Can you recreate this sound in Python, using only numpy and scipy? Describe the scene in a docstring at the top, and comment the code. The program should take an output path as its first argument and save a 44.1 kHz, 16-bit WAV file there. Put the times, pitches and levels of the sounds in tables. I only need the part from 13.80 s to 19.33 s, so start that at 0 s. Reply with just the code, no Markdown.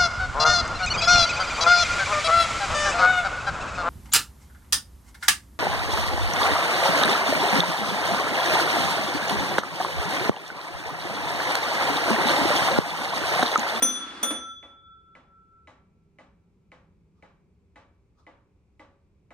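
"""In a quiet room with painted brick walls, a wooden pendulum wall clock strikes its last two blows.
A hammer rings a steel chime, still sounding from the blow before, and thumps the wooden case.
The gears that drive the hammer whir, then lock with a clack. The chime wavers and fades.
What stays is the tick-tock of a brass wheel, caught tooth by tooth, over a low room rumble."""
import sys
import numpy as np
from scipy import signal
from scipy.fft import rfft, irfft, next_fast_len
from scipy.io import wavfile

SR = 44100
rng = np.random.default_rng(int(sys.argv[2]) if len(sys.argv) > 2 else 0)


def unload_wav(signal):
    """Save mono or channel-first audio to the path in sys.argv[1] as 16-bit WAV at rate SR, clipped to [-1, 1]."""
    wavfile.write(
        sys.argv[1],
        SR,
        np.round(np.clip(np.atleast_2d(signal).T, -1, 1) * 32767).astype(np.int16),
    )


N = 243873

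# A mode is one natural tone of an object; t60_s is the time it takes to fade by 60 dB.
# hammer blows on the chime: start_s, level_db, brightness_db_per_octave, buzz_rad, twin_boost_db
HAMMER_BLOWS = [(-0.38, 0.5, -2, 0.3, -0.5), (0.0241, 0, 1, 0.15, 5), (0.43, 0, -0.5, 0.7, 0)]
# chime modes, each with a twin close in pitch:
# pitch_hz, level_db, t60_s, twin_offset_hz, twin_db, left_over_right_db, left_lead_rad
CHIME_MODES = [(1337.8, -35.2, 2.85, -0.85, -14, 0, -0.9), (3442, -27.5, 1.17, -14.3, -6, 0.5, 1.0),
               (6082, -22, 0.48, -2, -20, 3, 1.1), (9194, -26.5, 0.46, -1.73, -4.3, -1.7, -1.2),
               (12780, -18, 0.22, 14, -14, 0, 3.14)]
# slow wavering of the lowest chime mode: time_s, boost_db
LOWEST_MODE_WAVER = [(0.5, -2.5), (0.72, 1.5), (0.84, -13.5), (1.02, 1), (1.25, 0.5), (1.42, -6),
                     (1.65, 4.5), (1.85, 4.5), (2.17, -7)]
# swelling of each chime mode: peak_s, period_s, depth (0-1), left_ear_delay_s
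MODE_SWELLS = [(0.697, 0.218, 0.5, -0.012), (0.82, 0.3, 0.3, -0.05), (0.154, 0.651, 0.74, 0.073),
               (0.719, 0.176, 0.45, 0.005), (0, 0.13, 0.3, 0)]
# tone colour of the gears: frequency_hz, level_db
GEAR_SPECTRUM = [(60, -27), (170, -8.5), (270, 4), (350, -3), (420, -9), (600, -11.5), (1400, -1.5),
                 (2200, -11), (4500, -15.5), (7000, -26.5), (10000, -30.5), (12000, -60)]
# tone colour of the room rumble: frequency_hz, level_db
RUMBLE_SPECTRUM = [(25, -6.5), (42, -6), (72, 2.5), (110, -4.5), (170, -12), (260, -15), (400, -14),
                   (650, -28.5), (1000, -28.5), (1800, -38.5), (2400, -32), (3000, -41.5), (8000, -46),
                   (14000, -63.5)]
# rise and fall of a low drone: time_s, level_db
DRONE_LEVELS = [(0.9, -74), (1.49, -68.5), (1.76, -73), (2.15, -65.5), (3.68, -64.5), (4.46, -76.5),
                (5.53, -69)]
# faint rustles: peak_s, level_db, width_s
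RUSTLE_EVENTS = [(3.396, -75, 0.026), (4.397, -68.5, 0.0095), (4.419, -69.5, 0.034)]
# tone colour of a rustle: frequency_hz, level_db
RUSTLE_SPECTRUM = [(400, -10), (950, 0.5), (1220, 9.5), (1700, -18), (2700, -25), (3500, -11.5),
                   (5500, -13.5), (9000, -26), (13000, -41.5)]
# hammer thumps, a bounce and lever clacks: start_s, level_db, bass_db, treble_db
CASE_KNOCKS = [(0.0226, -28.5, 4.5, -2), (0.429, -29.5, 0, 0), (0.443, -37, 2.5, -3),
               (0.507, -30, 2.5, -19)]
# tone colour of a knock: frequency_hz, level_db
KNOCK_SPECTRUM = [(60, -29.5), (160, -24), (250, 0), (330, -9.5), (420, -18), (520, -10.5), (1000, -15),
                  (1600, -13), (2600, -17.5), (5000, -25), (8000, -19.5), (10500, -20), (12000, -45),
                  (15500, -52)]
# modes of the wooden case: pitch_hz, level_db, t60_s
CASE_MODES = [(256, -10, 0.52), (310.7, -1, 0.16), (508, -5, 0.37), (557.6, -6.5, 0.63), (668, -15, 0.24),
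              (850, -1.5, 0.23), (1152.7, -6.5, 0.45), (1170, -7.5, 0.35), (2295, -17.5, 0.75),
              (3930, -19, 0.41)]
# tick and tock in turn: start_s, level_db, bass_db, treble_db
TICK_TOCKS = [(0.312, -49, 0, -2), (0.828, -48, 4, -2), (1.352, -47.5, -4.5, -2), (1.873, -49, 0, 3),
              (2.386, -52, 5, 5), (2.918, -48.5, -2, 0.5), (3.425, -49.5, -1, -0.5), (3.958, -48.5, 0, 2.5),
              (4.466, -46, -2.5, -8), (4.995, -49.5, 4, 2.5), (5.506, -50.5, 7, 2)]
# tone colour of a tick: frequency_hz, level_db
TICK_SPECTRUM = [(100, -25.5), (200, -6), (280, 1.5), (400, -6.5), (560, -1), (900, -0.5), (1250, -3),
                 (1600, -4.5), (2250, -7), (3200, -12.5), (4600, -20), (7500, -21), (10000, -27),
                 (14000, -71)]
# modes of the brass wheel and its two catches, called pallets: pitch_hz, level_db, t60_s
BRASS_MODES = [(1789, -10, 0.045), (2010, -5.5, 0.11), (2258, 1, 0.015), (3001, -18.5, 0.11)]
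# modes of one pallet: pitch_hz, level_db, t60_s
PALLET_MODES = [(2080, -4, 0.11), (3270, -11.5, 0.11), (3769, -14, 0.22), (3833, -17.5, 0.2),
                (4010, -14, 0.16)]
# how alike noise is in the two ears: frequency_hz, likeness (-1 to 1)
EAR_LIKENESS = [(30, .94), (70, .83), (150, .94), (300, .93), (700, .55), (1500, .4), (3000, .35),
                (6000, .3), (9000, .1), (13000, -.6)]
# how long the room echoes: frequency_hz, t60_s
ROOM_DECAY = [(150, 0.48), (500, 0.46), (1200, 0.5), (2500, 0.38), (5000, 0.33), (10000, 0.13)]


def from_db(db):
    """Turn decibels into a gain."""
    return 10 ** (np.asarray(db) / 20)


def at_hz(points, hz):
    """Read a table at any frequency, with octaves evenly spaced."""
    known_hz, values = np.transpose(points)
    return np.interp(np.log(np.maximum(hz, 1)), np.log(known_hz), values)


def fade(t, t60):
    """A smooth fade that is 60 dB down after t60 seconds."""
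    return np.exp(-np.log(1000) * t / t60)


def filtered(x, order, hz, kind):
    """Keep the lows, the highs or a band; a higher order cuts more steeply."""
    return signal.sosfilt(signal.butter(order, hz, kind, fs=SR, output="sos"), x)


def add(out, start_s, sound):
    """Mix a sound into out from start_s on."""
    start = max(round(start_s * SR), 0)
    out[:, start:start + sound.shape[-1]] += sound[..., :N - start]


def noise(colour, size):
    """Stereo noise of strength 1 with a given tone colour, alike in both ears in the bass."""
    padded = next_fast_len(size)
    hz = np.fft.rfftfreq(padded, 1 / SR)
    mid, side = rfft(rng.standard_normal((2, padded)))
    alike = np.clip(at_hz(EAR_LIKENESS, hz), -1, 1)
    ears = np.sqrt(1 + alike) * mid + np.sqrt(1 - alike) * side * [[1], [-1]]
    x = irfft(ears * from_db(at_hz(colour, hz)), padded)[:, :size]
    return x / x.std()


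def chime(middle_hz=3450, attack_s=0.0015, twin_lead_rad=0.17, buzz_hz=(59.5, 138.278), buzz_t60=0.354):
    """Each blow restarts the steel's ring; twin modes throb together and the jolted mount buzzes."""
    out, now = np.zeros((2, N)), np.arange(N) / SR
    ears = np.array([[.5], [-.5]])  # left, right
    start_s, level_db, bright_db, buzz_rad, twin_boost_db = np.transpose(HAMMER_BLOWS)
    blow = np.searchsorted(start_s, now) - 1  # the latest blow at each moment
    age = now - start_s[blow]
    waver_db = np.interp(now, *np.transpose(LOWEST_MODE_WAVER))
    for k, (hz, db, t60, offset_hz, twin_db, pan_db, lead_rad) in enumerate(CHIME_MODES):
        shake = filtered(rng.standard_normal(N), 2, buzz_hz, "band")
        buzz = buzz_rad[blow] * fade(age, buzz_t60) * shake / shake.std()
        tone = np.exp(1j * (2 * np.pi * hz * age + buzz))
        # in the low modes the twin sends its sound in another direction
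        twin_direction = np.exp(1j * twin_lead_rad * ears * (hz < middle_hz * 1.3))
        twin = np.exp(2j * np.pi * offset_hz * age) * twin_direction
        throb = 1 + from_db(twin_db + twin_boost_db[blow]) * twin
        blow_db = level_db[blow] + bright_db[blow] * np.log2(hz / middle_hz)
        gain = from_db(db + waver_db * (k == 0) + blow_db) * fade(age, t60)
        at_ears = from_db(pan_db * ears) * np.exp(1j * lead_rad * ears)
        swell = standing_wave(MODE_SWELLS[k], now, age, ears)
        out += gain * np.imag(tone * throb * at_ears * swell)
    return out * (1 - np.exp(-age / attack_s))


def standing_wave(swell, now, age, ears, build_s=0.0067):
    """As the listener walks, a tone and its echo slide in and out of step, so it swells and sinks."""
    peak_s, period_s, depth, delay_s = swell
    turn = 2 * np.pi * (now - peak_s - delay_s * ears) / period_s
    return 1 + depth * (1 - np.exp(-age / build_s)) * np.exp(1j * turn)


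def wall_echoes(x, echo_db, t60, dull_hz=9000):
    """The hard walls add a wash of echoes without the highest treble."""
    t = np.arange(SR // 2) / SR
    echoes = rng.standard_normal((2, len(t))) * fade(t, t60)
    echoes /= np.sqrt(np.sum(echoes ** 2, axis=1, keepdims=True))
    echoes = filtered(echoes, 6, dull_hz, "low")
    return x + from_db(echo_db) * signal.fftconvolve(x, echoes, axes=1)[:, :N]


def gear_whir(level_db=-42, lock_s=0.47, run_down_t60=0.63, teeth_hz=46, rattles_per_s=40):
    """Gears and their air brake whir, pulsing with the teeth and rattling at random, until they lock."""
    out, t = np.zeros((2, N)), np.arange(2 * SR) / SR
    teeth = 1 + 0.1 * np.sin(2 * np.pi * teeth_hz * t)
    slips = (rng.random(len(t)) < rattles_per_s / SR) * rng.random(len(t))
    one_rattle = fade(t, t60=0.033) * (1 - np.exp(-t / 0.0013))
    rattle = from_db(-1) * signal.fftconvolve(slips, one_rattle)[:len(t)]
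    run_down = fade(np.maximum(t - lock_s, 0), run_down_t60)
    add(out, 0, from_db(level_db) * noise(GEAR_SPECTRUM, len(t)) * (teeth + rattle) * run_down)
    return out


def room_background(rumble_db=-63):
    """A steady low rumble with a faint hiss, a drone that comes and goes, and soft rustles."""
    t = np.arange(N) / SR
    rumble = from_db(rumble_db) * noise(RUMBLE_SPECTRUM, N)
    drone_spectrum = [(110, -26.5), (160, 1), (200, 0), (260, -20.5),  # frequency_hz, level_db
                      (365, -25.5), (395, -4), (440, -26), (900, -59.5)]
    drone = from_db(np.interp(t, *np.transpose(DRONE_LEVELS))) * noise(drone_spectrum, N)
    rustle_gain = sum(from_db(db) * np.exp(-.5 * ((t - peak_s) / width_s) ** 2)
                      for peak_s, db, width_s in RUSTLE_EVENTS)
    return rumble + drone + rustle_gain * noise(RUSTLE_SPECTRUM, N)


def clatter(colour, t, crack_db, crack_t60, build_s):
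    """Two parts meet with a sharp crack; its echoes build up, then die away band by band."""
    spectrum, hz = rfft(noise(colour, len(t))), np.fft.rfftfreq(len(t), 1 / SR)
    crack, out = from_db(crack_db) * fade(t, crack_t60), 0
    centres = np.log([row[0] for row in ROOM_DECAY])
    for band, (_, t60) in zip(np.eye(len(ROOM_DECAY)), ROOM_DECAY):
        share = np.interp(np.log(hz + 1), centres, band)
        echoes = fade(t, t60) * (1 - np.exp(-t / build_s))
        out = out + irfft(spectrum * share, len(t)) * (crack + echoes)
    return out


def ring(modes, t, scatter_db=3):
    """A struck object rings in fading tones, each with a new strength on every blow."""
    return sum(from_db(db + scatter_db * rng.normal()) * fade(t, t60)
               * np.sin(2 * np.pi * hz * t) * (-1) ** k
               for k, (hz, db, t60) in enumerate(modes))


def bass_and_treble(x, bass_db, treble_db):
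    """A blow's weight and hardness lift or lower its bass and treble."""
    bass = filtered(x, 1, hz=600, kind="low")
    treble = filtered(x, 1, hz=2500, kind="high")
    return x + (from_db(bass_db) - 1) * bass + (from_db(treble_db) - 1) * treble


def case_knocks(case_db=-2, clatter_db=-3, dull_hz=350):
    """The hammer's kick and the locking lever shake the case; heavy blows favour its low modes."""
    out, t = np.zeros((2, N)), np.arange(SR) / SR
    for start_s, level_db, bass_db, treble_db in CASE_KNOCKS:
        contact = clatter(KNOCK_SPECTRUM, t, crack_db=8, crack_t60=0.038, build_s=0.0038)
        wood = filtered(ring(CASE_MODES, t), 2, dull_hz, "low")
        knock = from_db(clatter_db) * contact + from_db(case_db) * wood
        add(out, start_s, from_db(level_db) * bass_and_treble(knock, bass_db, treble_db))
    return out


def tick_tock(brass_db=2, case_db=-7, clatter_db=-3, panel_db=-9, panel_t60=0.19, wood_build_s=0.004):
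    """At each swing a tooth drops on a pallet: brass pings, then case, thin panels and room answer."""
    out, t = np.zeros((2, N)), np.arange(SR // 2) / SR
    panel_hz = np.geomspace(450, 8000, 40) * np.exp(rng.uniform(-.03, .03, 40))
    panel_modes = [(hz, at_hz(TICK_SPECTRUM, hz), panel_t60) for hz in panel_hz]
    for swing, (start_s, level_db, bass_db, treble_db) in enumerate(TICK_TOCKS):
        pallet_db = -12 if swing % 2 else -17  # the tock's pallet rings more than the tick's
        contact = clatter(TICK_SPECTRUM, t, crack_db=-5, crack_t60=0.02, build_s=0.024)
        ping = from_db(brass_db) * ring(BRASS_MODES, t) + from_db(pallet_db) * ring(PALLET_MODES, t)
        # neighbouring panel modes reach the ears in and out of step
        panels = ring(panel_modes[::2], t) + ring(panel_modes[1::2], t) * [[.5], [-.5]]
        wood = from_db(panel_db) * panels + from_db(case_db) * ring(CASE_MODES, t)
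        wood *= 1 - np.exp(-t / wood_build_s)
        tick = from_db(clatter_db) * contact + ping + wood
        add(out, start_s, from_db(level_db) * bass_and_treble(tick, bass_db, treble_db))
    return out


def scene():
    """The clock on its wall, heard from a step away."""
    # the small case gives off little sound below its lowest mode
    striking = filtered(case_knocks() + gear_whir(), 3, hz=198, kind="high")
    clock_and_room = striking + tick_tock() + room_background()
    clock_and_room[1] = np.roll(clock_and_room[1], 2)  # reaches the right ear two samples later
    return wall_echoes(chime(), echo_db=-11, t60=0.4) + clock_and_room


def record(dry, lowest_hz=30, highest_hz=15800):
    """Cut the deepest bass and the top treble."""
    x = filtered(dry, 2, lowest_hz, "high")
    return signal.sosfilt(signal.ellip(10, .1, 90, highest_hz, fs=SR, output="sos"), x)


dry = scene()
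out = record(dry)
unload_wav(out)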